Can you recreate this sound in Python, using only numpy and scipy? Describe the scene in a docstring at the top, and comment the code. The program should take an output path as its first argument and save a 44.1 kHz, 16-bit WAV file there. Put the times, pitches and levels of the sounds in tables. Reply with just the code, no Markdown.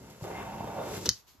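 """In a small, quiet room, a box cutter is drawn towards the listener along a cardboard box's taped seam.
Tiny slips of the blade ring the lid's modes as a rasp and make the hollow box boom. Noise shaped by spectra
gives tearing fibres and the hiss of parting tape, brighter near the front edge; cutter rings swell in turn.
There the blade rips free and judders, the front flap knocks, the box thumps and the blade clicks in its
holder. A faint rustle swells after the cut, over still room air in stereo."""
import sys
import numpy as np
from scipy import signal
from scipy.fft import rfft, irfft, next_fast_len
from scipy.io import wavfile
from scipy.ndimage import uniform_filter1d, map_coordinates

SR = 44100
rng = np.random.default_rng(int(sys.argv[2]) if len(sys.argv) > 2 else 0)


def dump_mix(stems):
    """Bounce the given channels to the path in sys.argv[1] as a 16-bit WAV at rate SR."""
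    frames = np.atleast_2d(stems).T  # one column per channel
    limited = np.clip(frames, -1, 1)  # hard clip at full scale
    pcm = np.round(limited * 32767).astype(np.int16)
    wavfile.write(sys.argv[1], SR, pcm)


N = 61739
T = np.arange(N) / SR
SIDES = np.array([[1], [-1]])  # opposite signs in left and right


def from_db(db):
    """Turn decibels into amplitude gain."""
    return 10 ** (np.asarray(db) / 20)


def rms_one(x):
    """Scale to rms 1."""
    return x / np.sqrt(np.mean(x ** 2) + 1e-20)


def in_time(rows):
    """Draw a two-column curve at every sample, with straight lines between its points."""
    s, values = np.transpose(rows)
    return np.interp(T, s, values)


def pan(db):
    """Left and right gains; a positive level difference favours the left."""
    return from_db(db * SIDES / 2)


def filtered(x, order, hz, kind="low"):
    """Apply a Butterworth filter."""
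    return signal.sosfilt(signal.butter(order, hz, kind, fs=SR, output="sos"), x)


def ring(force, hz, t60):
    """A resonance driven by a force: a unit click starts a decaying sine of height about 1."""
    radius = from_db(-60 / (t60 * SR))
    w = 2 * np.pi * hz / SR
    return signal.lfilter([0, np.sin(w)], [1, -2 * radius * np.cos(w), radius ** 2], force + 1e-18)


def ring_modes(force, modes):
    """Ring a body's modes together with one force."""
    return sum(from_db(db) * ring(force, hz, t60) for hz, db, t60 in modes)


def push(s, length):
    """A smooth press and release of the board: one sine cycle of unit total size."""
    force = np.sin(2 * np.pi * np.clip((T - s) / length, 0, 1))
    return force / (np.abs(force).sum() + 1e-12)


def slips(per_s=2500, spread_db=3.0):
    """Friction as dense random slips of uneven size and either sign; rms 1."""
    sizes = from_db(spread_db * np.minimum(rng.exponential(1, N), 4))
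    sizes = sizes * rng.choice([-1, 1], N)
    return rms_one(sizes * (rng.random(N) < per_s / SR))


def grit():
    """Slips mixed with smooth noise; rms 1."""
    return rms_one(slips() + rng.standard_normal(N))


def burst(s, db, attack, t60):
    """An envelope that rises quickly and dies away."""
    age = np.maximum(T - s, 0)
    return np.minimum(age / attack, 1) * from_db(db - 60 * age / t60)


def coloured(direct, spectrum, width):
    """Add diffuse sound at the sides to a central signal, then shape both by a spectrum; rms 1."""
    hz, db = np.transpose(spectrum)
    size = next_fast_len(N)
    bins_hz = np.arange(size // 2 + 1) * SR / size
    gain = from_db(np.interp(np.log(bins_hz + 1), np.log(hz), db))
    gain = gain * (1 - np.exp(-(bins_hz / (hz[0] / 2)) ** 2))  # fade out below the first point
    pair = direct + width * rng.standard_normal(N) * SIDES
    return rms_one(irfft(rfft(pair, size) * gain, size)[:, :N])


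def room(x, wet_db):
    """The small room's reflections as a short decaying noise tail, different in each ear."""
    t60_s, delay_s, cut_hz = 0.19, 0.0015, 7600
    t = T[:N // 2]
    tail = rng.standard_normal((2, len(t))) * from_db(-60 * t / t60_s) * (t > delay_s)
    tail = filtered(tail, 2, cut_hz)
    tail /= np.sqrt(np.sum(tail ** 2, axis=1, keepdims=True) * SR / (2 * cut_hz))
    x = x * np.ones((2, 1))
    reflections = signal.fftconvolve(x.mean(axis=0)[None], tail, axes=1)[:, :N]
    return x + from_db(wet_db) * reflections


def steadied(x):
    """Even out the level over about 20 ms, so that the sound stays steady."""
    return x / np.sqrt(uniform_filter1d(np.mean(x * x, axis=0), size=900) + 1e-12)


# still air in the room: pitch_hz, relative level_db per Hz
AIR_SPECTRUM = [(30, -4), (65, 9.5), (130, -2), (400, -8.5), (1000, -1), (2000, -13.5), (5000, -34.5),
                (9000, -34), (13000, -27), (15500, -36)]


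def room_air():
    """Wide, steady noise of the still room."""
    return from_db(-67.5) * coloured(rng.standard_normal(N), AIR_SPECTRUM, width=0.71)


# colour of the rustle: pitch_hz, relative level_db per Hz
RUSTLE_SPECTRUM = [(100, 3), (400, -7.5), (1000, -10.5), (4300, -3.5), (7000, -5), (9300, -16),
                   (12000, -3.5), (15000, -17)]
# rustle as the arm moves: time_s, level_db
RUSTLE_LEVEL = [(0, -74), (1.1, -62.5), (1.2, -59), (1.235, -69), (1.265, -69.5), (1.282, -57),
                (1.33, -62.5), (1.4, -72)]


def rustle():
    """Faint wide noise that swells as the arm moves after the cut."""
    noise = coloured(rng.standard_normal(N), RUSTLE_SPECTRUM, width=0.71)
    return from_db(in_time(RUSTLE_LEVEL)) * noise


# the blade catches and the rasp surges or stalls: peak_s, change_db
CATCHES = [(0.24, 3.5), (0.251, 4.5), (.268, -3), (0.2755, 7), (0.311, 3), (.363, -1.5), (0.608, 8.5),
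           (.644, 4), (0.674, 6.5), (0.7, 3), (0.791, 3.5), (0.814, 1.5), (0.976, 6)]


def surges():
    """Swings of the drag in dB: marked catches over a small random unevenness."""
    catch_s, uneven_db, uneven_per_s = 0.0058, 1.5, 30
    knots = np.arange(0, T[-1] + 1, 1 / (2 * uneven_per_s))
    uneven = np.interp(T, knots, rng.standard_normal(len(knots)))
    catches = sum(db * np.exp(-((T - s) / catch_s) ** 2) for s, db in CATCHES)
    return uneven_db * uneven + catches


# rasp of the lid, before its trim and the surges: time_s, level_db
RASP_LEVEL = [(0, -55), (.13, -56), (.19, -57.5), (.232, -51), (.24, -41.5), (.33, -41.5), (.45, -41),
              (.59, -43.5), (.72, -42.5), (.77, -39), (.89, -38.5), (.97, -43), (1.01, -45.5), (1.05, -48),
              (1.066, -42), (1.09, -63), (1.11, -80), (1.2, -81.5)]
# pitch favoured by the blade's place on the lid: time_s, pitch_hz
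LID_FOCUS = [(.1, 523), (.27, 567), (.4, 820), (.68, 745), (.8, 640), (.88, 527), (.97, 497), (1.05, 331)]
# modes of the lid: pitch_hz, relative level_db, t60_s
LID_MODES = [(290, -3, 0.12), (385.4, 2.5, 0.05), (440, -3, 0.031), (515, -5, 0.12), (583.6, -3.5, 0.086),
             (675, -5, 0.053), (756.4, -3, 0.082), (805.5, -5, 0.11), (892.5, -4, .12), (946, -2, 0.068),
             (1048, -4, 0.018), (1230, -7.5, 0.019), (1423, -9, 0.045)]


def lid_rasp(surge):
    """Slips ring the lid while the blade's place favours some of its modes."""
    trim_db, focus_db, focus_octaves = -0.5, 8, 0.41
    side_share = 0.3  # slips that differ between the ears
    focus_hz = in_time(LID_FOCUS)
    drag, rasp = slips(), 0
    for k, (hz, db, t60) in enumerate(LID_MODES):
        near = np.exp(-(np.log2(hz / focus_hz) / focus_octaves) ** 2)
        force = 0.5 * drag + slips() + side_share * slips() * SIDES
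        mode = rms_one(ring(np.diff(force, prepend=0), hz, t60))
        rasp = rasp + from_db(db + focus_db * near) * mode * (-1) ** k
    rasp = filtered(rasp, 2, [220, 1700], "band")
    return from_db(in_time(RASP_LEVEL) + surge + trim_db) * steadied(rasp)


# soft blows on the cardboard: start_s, box_level_db, lid_level_db, contact_s
BUMPS = [(0.2114, -57, -49, 0.0011), (0.2207, -31.5, -68, 0.0068), (0.2283, -35.5, -63, 0.0059),
         (1.0805, -27.5, -59.5, 0.0084), (1.349, -75, -58, 0.0042), (1.383, -48.5, -65, 0.014)]


def lid(surge):
    """The lid rasps under the drag and knocks when soft blows press it, with the room around it."""
    blows = sum(from_db(db) * push(s, length) for s, _, db, length in BUMPS)
    knock = ring_modes(blows, LID_MODES)
    return room(lid_rasp(surge) + knock, wet_db=-9) * pan(-1.25)


# boom of the box, before its trim and the surges: time_s, level_db
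BOOM_LEVEL = [(0, -49.5), (.12, -53), (.2, -56), (.25, -50), (.32, -46.5), (.43, -44), (.65, -43.5),
              (.71, -47.5), (.85, -46), (.98, -42), (1.05, -44.5), (1.1, -46.5), (1.15, -69), (1.22, -85)]
# modes of the whole box and its air: pitch_hz, relative level_db, t60_s
BOX_MODES = [(65, -6.5, 0.11), (107, -4, 0.13), (155.4, -4, .07), (185.5, 0, 0.054), (239, -6.5, 0.025)]


def box(surge):
    """Slips make the hollow box boom, and the same soft blows as on the lid make it thump."""
    trim_db, boom = -1, 0
    for hz, db, t60 in BOX_MODES:
        boom = boom + from_db(db) * rms_one(ring(np.diff(slips(), prepend=0), hz, t60))
    boom = steadied(filtered(boom, 2, 320)[None])
    boom = from_db(in_time(BOOM_LEVEL) + surge + trim_db) * boom
    blows = sum(from_db(db) * push(s, length) for s, db, _, length in BUMPS)
    thump = ring_modes(blows, BOX_MODES)
    return room(boom - thump, wet_db=-16) * pan(1.2)


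# narrow rings of the cutter: pitch_hz, relative level_db, t60_s, strongest_s
CUTTER_RINGS = [(2098, 7, 0.15, 0.35), (2274, 0, 0.087, 0.76), (2685, 6, 0.033, .52),
                (3080, -1, 0.096, 0.61), (3620, 4, .08, 0.83)]


def cutter_rings():
    """Slips ring the dragged cutter, whose narrow tones swell in turn; rms 1."""
    swell_db, swell_s = 4.5, 0.09
    rings = 0
    for hz, db, t60, s in CUTTER_RINGS:
        swell = swell_db * np.exp(-((T - s) / swell_s) ** 2)
        rings = rings + from_db(db + swell) * rms_one(ring(slips(), hz, t60))
    return rms_one(rings)


# tearing fibres, before their trim and the surges: time_s, level_db
TEAR_LEVEL = [(0, -67), (.12, -59), (.19, -63.5), (.228, -59.5), (.245, -52.5), (.28, -53), (.4, -46),
              (.46, -50.5), (.56, -52.5), (.63, -54.5), (.8, -52.5), (.97, -47), (1.0, -57), (1.04, -57),
              (1.07, -46.5), (1.12, -60.5), (1.2, -94)]
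# colour of the tearing: pitch_hz, relative level_db per Hz
TEAR_SPECTRUM = [(900, -5.5), (1300, 1), (1700, -0.5), (2150, -4), (2700, -4.5), (3500, -12.5), (5000, -44)]


def tearing(surge):
    """Fibres give way as sparser slips, mixed with the cutter's rings; both follow the drag a little."""
    trim_db, rings_db, follow = -1, -6.5, 0.21
    fibres = coloured(slips(per_s=900, spread_db=1.5), TEAR_SPECTRUM, width=0.51)
    level = from_db(in_time(TEAR_LEVEL) + follow * surge + trim_db)
    return level * (fibres + from_db(rings_db) * cutter_rings())


# hiss of the parting tape, before its trim: time_s, level_db
HISS_LEVEL = [(0, -64), (.19, -64), (.24, -57.5), (.55, -60), (.8, -59), (.88, -52.5), (.97, -46.5),
              (1.0, -51.5), (1.05, -49), (1.08, -57.5), (1.18, -64), (1.23, -85)]
# colour of the tape's film: pitch_hz, relative level_db per Hz
FILM_SPECTRUM = [(2000, -8), (3200, -2), (4400, 0), (6200, 1), (8000, 2), (9300, -37.5), (10500, 0.5),
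                 (11800, -4), (13500, -3.5), (14800, -35)]


def tape_hiss():
    """The parting film hisses as slips and noise in the treble."""
    trim_db = 3.5
    return from_db(in_time(HISS_LEVEL) + trim_db) * coloured(grit(), FILM_SPECTRUM, width=0.67)


# scratches through the film, as the blade bites and before it rips free: start_s, level_db, attack_s, t60_s
SCRATCHES = [(.098, -55.5, .004, 0.16), (.211, -53, .002, 0.049), (.224, -47, 0.0088, .12),
             (1.0505, -42, 0.0035, 0.057)]


def scratches():
    """The blade scratches the film in short bursts of coarse grains."""
    grains = coloured(slips(per_s=640), FILM_SPECTRUM, width=0.51)
    return sum(burst(*row) for row in SCRATCHES) * grains


def tape(surge):
    """Tearing, hiss and scratches share the place of the tape."""
    return (tearing(surge) + tape_hiss() + scratches()) * pan(0.5)


# the blade clicks and chatters in its holder: start_s, level_db
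CLICKS = [(1.0909, -12.5), (1.0944, -28), (1.0990, -34)]
FIRST_CLICK_S, CLICK_CONTACT_S = CLICKS[0][0], 0.00042
# colour of the rip: pitch_hz, relative level_db per Hz
RIP_SPECTRUM = [(700, -12), (1500, -2), (2400, -10.5), (3500, 2.5), (4900, 1.5), (6000, 7.5), (7200, -1),
                (9300, -9), (11500, -2.5), (15000, -14)]


def rip():
    """Gritty noise bursts as the blade rips through the edge, then a crack around the first click."""
    ripping = burst(1.056, db=-25, attack=0.0029, t60=0.056)
    crack = burst(FIRST_CLICK_S - CLICK_CONTACT_S, db=-21.5, attack=CLICK_CONTACT_S, t60=0.032)
    return (ripping + crack) * coloured(grit(), RIP_SPECTRUM, width=0.695)


# the blade judders over the last fibres: start_s, level_db, strongest pitch_hz
JUDDERS = [(1.0585, -28.5, 6200), (1.0601, -28.5, 5980), (1.0625, -32.5, 5500), (1.0624, -31.5, 4540),
           (1.0652, -29, 3770), (1.0667, -44, 4000), (1.0735, -37.5, 4020)]
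# modes of the blade while the board still grips it: pitch_hz, relative level_db, t60_s
GRIPPED_MODES = [(2995, -7.5, 0.053), (3550, -8.5, 0.033), (4130, 0, 0.019), (4800, -3, .02),
                 (5840, 3, 0.013), (6320, -4.5, .012), (11500, -11, .003)]


def judder():
    """Each contact strikes the gripped blade's modes, favouring those near its own pitch."""
    spread_db, focus_octaves, off_db = 1.5, 0.43, 9.5
    s, strength_db, centre_hz = np.transpose(JUDDERS)
    out = 0
    for hz, mode_db, t60 in GRIPPED_MODES:
        off = 1 - np.exp(-(np.log2(hz / centre_hz) / focus_octaves) ** 2)
        uneven_db = rng.normal(0, spread_db, len(s))
        hits = np.zeros(N)
        hits[(s * SR).astype(int)] = from_db(strength_db + mode_db - off_db * off + uneven_db)
        out = out + ring(hits, hz, t60)
    return filtered(out, 2, 2500, "high")


# the freed flap knocks against the front wall: start_s, level_db, contact_s
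FLAP_KNOCKS = [(1.0589, -34.5, 0.0013), (1.0649, -31, .0023), (1.0774, -33, 0.0032),
               (1.0838, -38.5, 0.0018)]
# modes of the flap: pitch_hz, relative level_db, t60_s
FLAP_MODES = [(209, -21.5, 0.082), (326, -12.5, 0.045), (421, 2.5, 0.053), (481, -3.5, 0.065),
              (548, -8.5, 0.028), (927, -3, .05)]


def flap():
    """The front flap comes free and its knocks ring a firm, hollow note."""
    blows = sum(from_db(db) * push(s, length) for s, db, length in FLAP_KNOCKS)
    return room(ring_modes(blows, FLAP_MODES), wet_db=-17)


# modes of the blade in its holder: pitch_hz, relative level_db, t60_s
HOLDER_MODES = [(1943, -18, 0.012), (3060, -28, 0.12), (4200, 2.5, 0.0092), (4520, 0, 0.0091),
                (5500, -12.5, 0.0064), (6240, -3.5, 0.015), (6200, -40.5, 0.26), (4544, -55, 0.3),
                (6800, -19, 0.023), (11340, -7, 0.004)]


def holder_clicks():
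    """The freed blade strikes its holder, which rings its modes and gives one very short snap."""
    snap_db, snap_hz, snap_width_s = -3, 5250, 0.00024
    hits = sum(from_db(db) * (np.arange(N) == int(s * SR)) for s, db in CLICKS)
    ringing = 0
    for k, (hz, db, t60) in enumerate(HOLDER_MODES):
        ringing = ringing + from_db(db) * ring(hits, hz, t60) * (-1) ** k
    since = T - FIRST_CLICK_S
    fade_in = np.clip(since / CLICK_CONTACT_S, 0, 1)
    snap = np.exp(-((since - CLICK_CONTACT_S) / snap_width_s) ** 2)
    snap = from_db(snap_db) * snap * np.sin(2 * np.pi * snap_hz * since)
    return ringing * fade_in + snap


def blade():
    """Rip, judder and clicks sound from the blade, with the room around it."""
    return room(rip() + judder() + holder_clicks(), wet_db=-10) * pan(1.5)


# the cut lies a little to the right, so the left ear hears it later: time_s, lag_ms
EAR_LAG = [(0, 0.098), (.8, 0.068), (.97, 0.081), (1.09, 0.021)]


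def from_blade(x):
    """Delay the left ear according to where the blade is."""
    heard_s = T - in_time(EAR_LAG) / 1000
    left = map_coordinates(x[0], [heard_s * SR], order=3, mode="nearest")
    return np.array([left, x[1]])


def scene():
    """The cut, the box and the room."""
    surge = surges()
    background = room_air() + rustle()
    cut = lid(surge) + box(surge) + tape(surge) + blade() + flap()
    return from_blade(cut) + background


def record(dry):
    """The sound loses the deepest bass, has a narrow gap near 9 kHz and rolls off; the top is cut steeply."""
    gap_hz, gap_width_hz = 9100, 1800
    dry = filtered(dry, 2, 53, "high")
    dry = signal.lfilter(*signal.iirnotch(gap_hz, gap_hz / gap_width_hz, fs=SR), dry)
    dry = filtered(dry, 10, 14400)
    return signal.sosfilt(signal.cheby2(12, 70, 16300, fs=SR, output="sos"), dry)


dry = scene()
out = record(dry)
dump_mix(out)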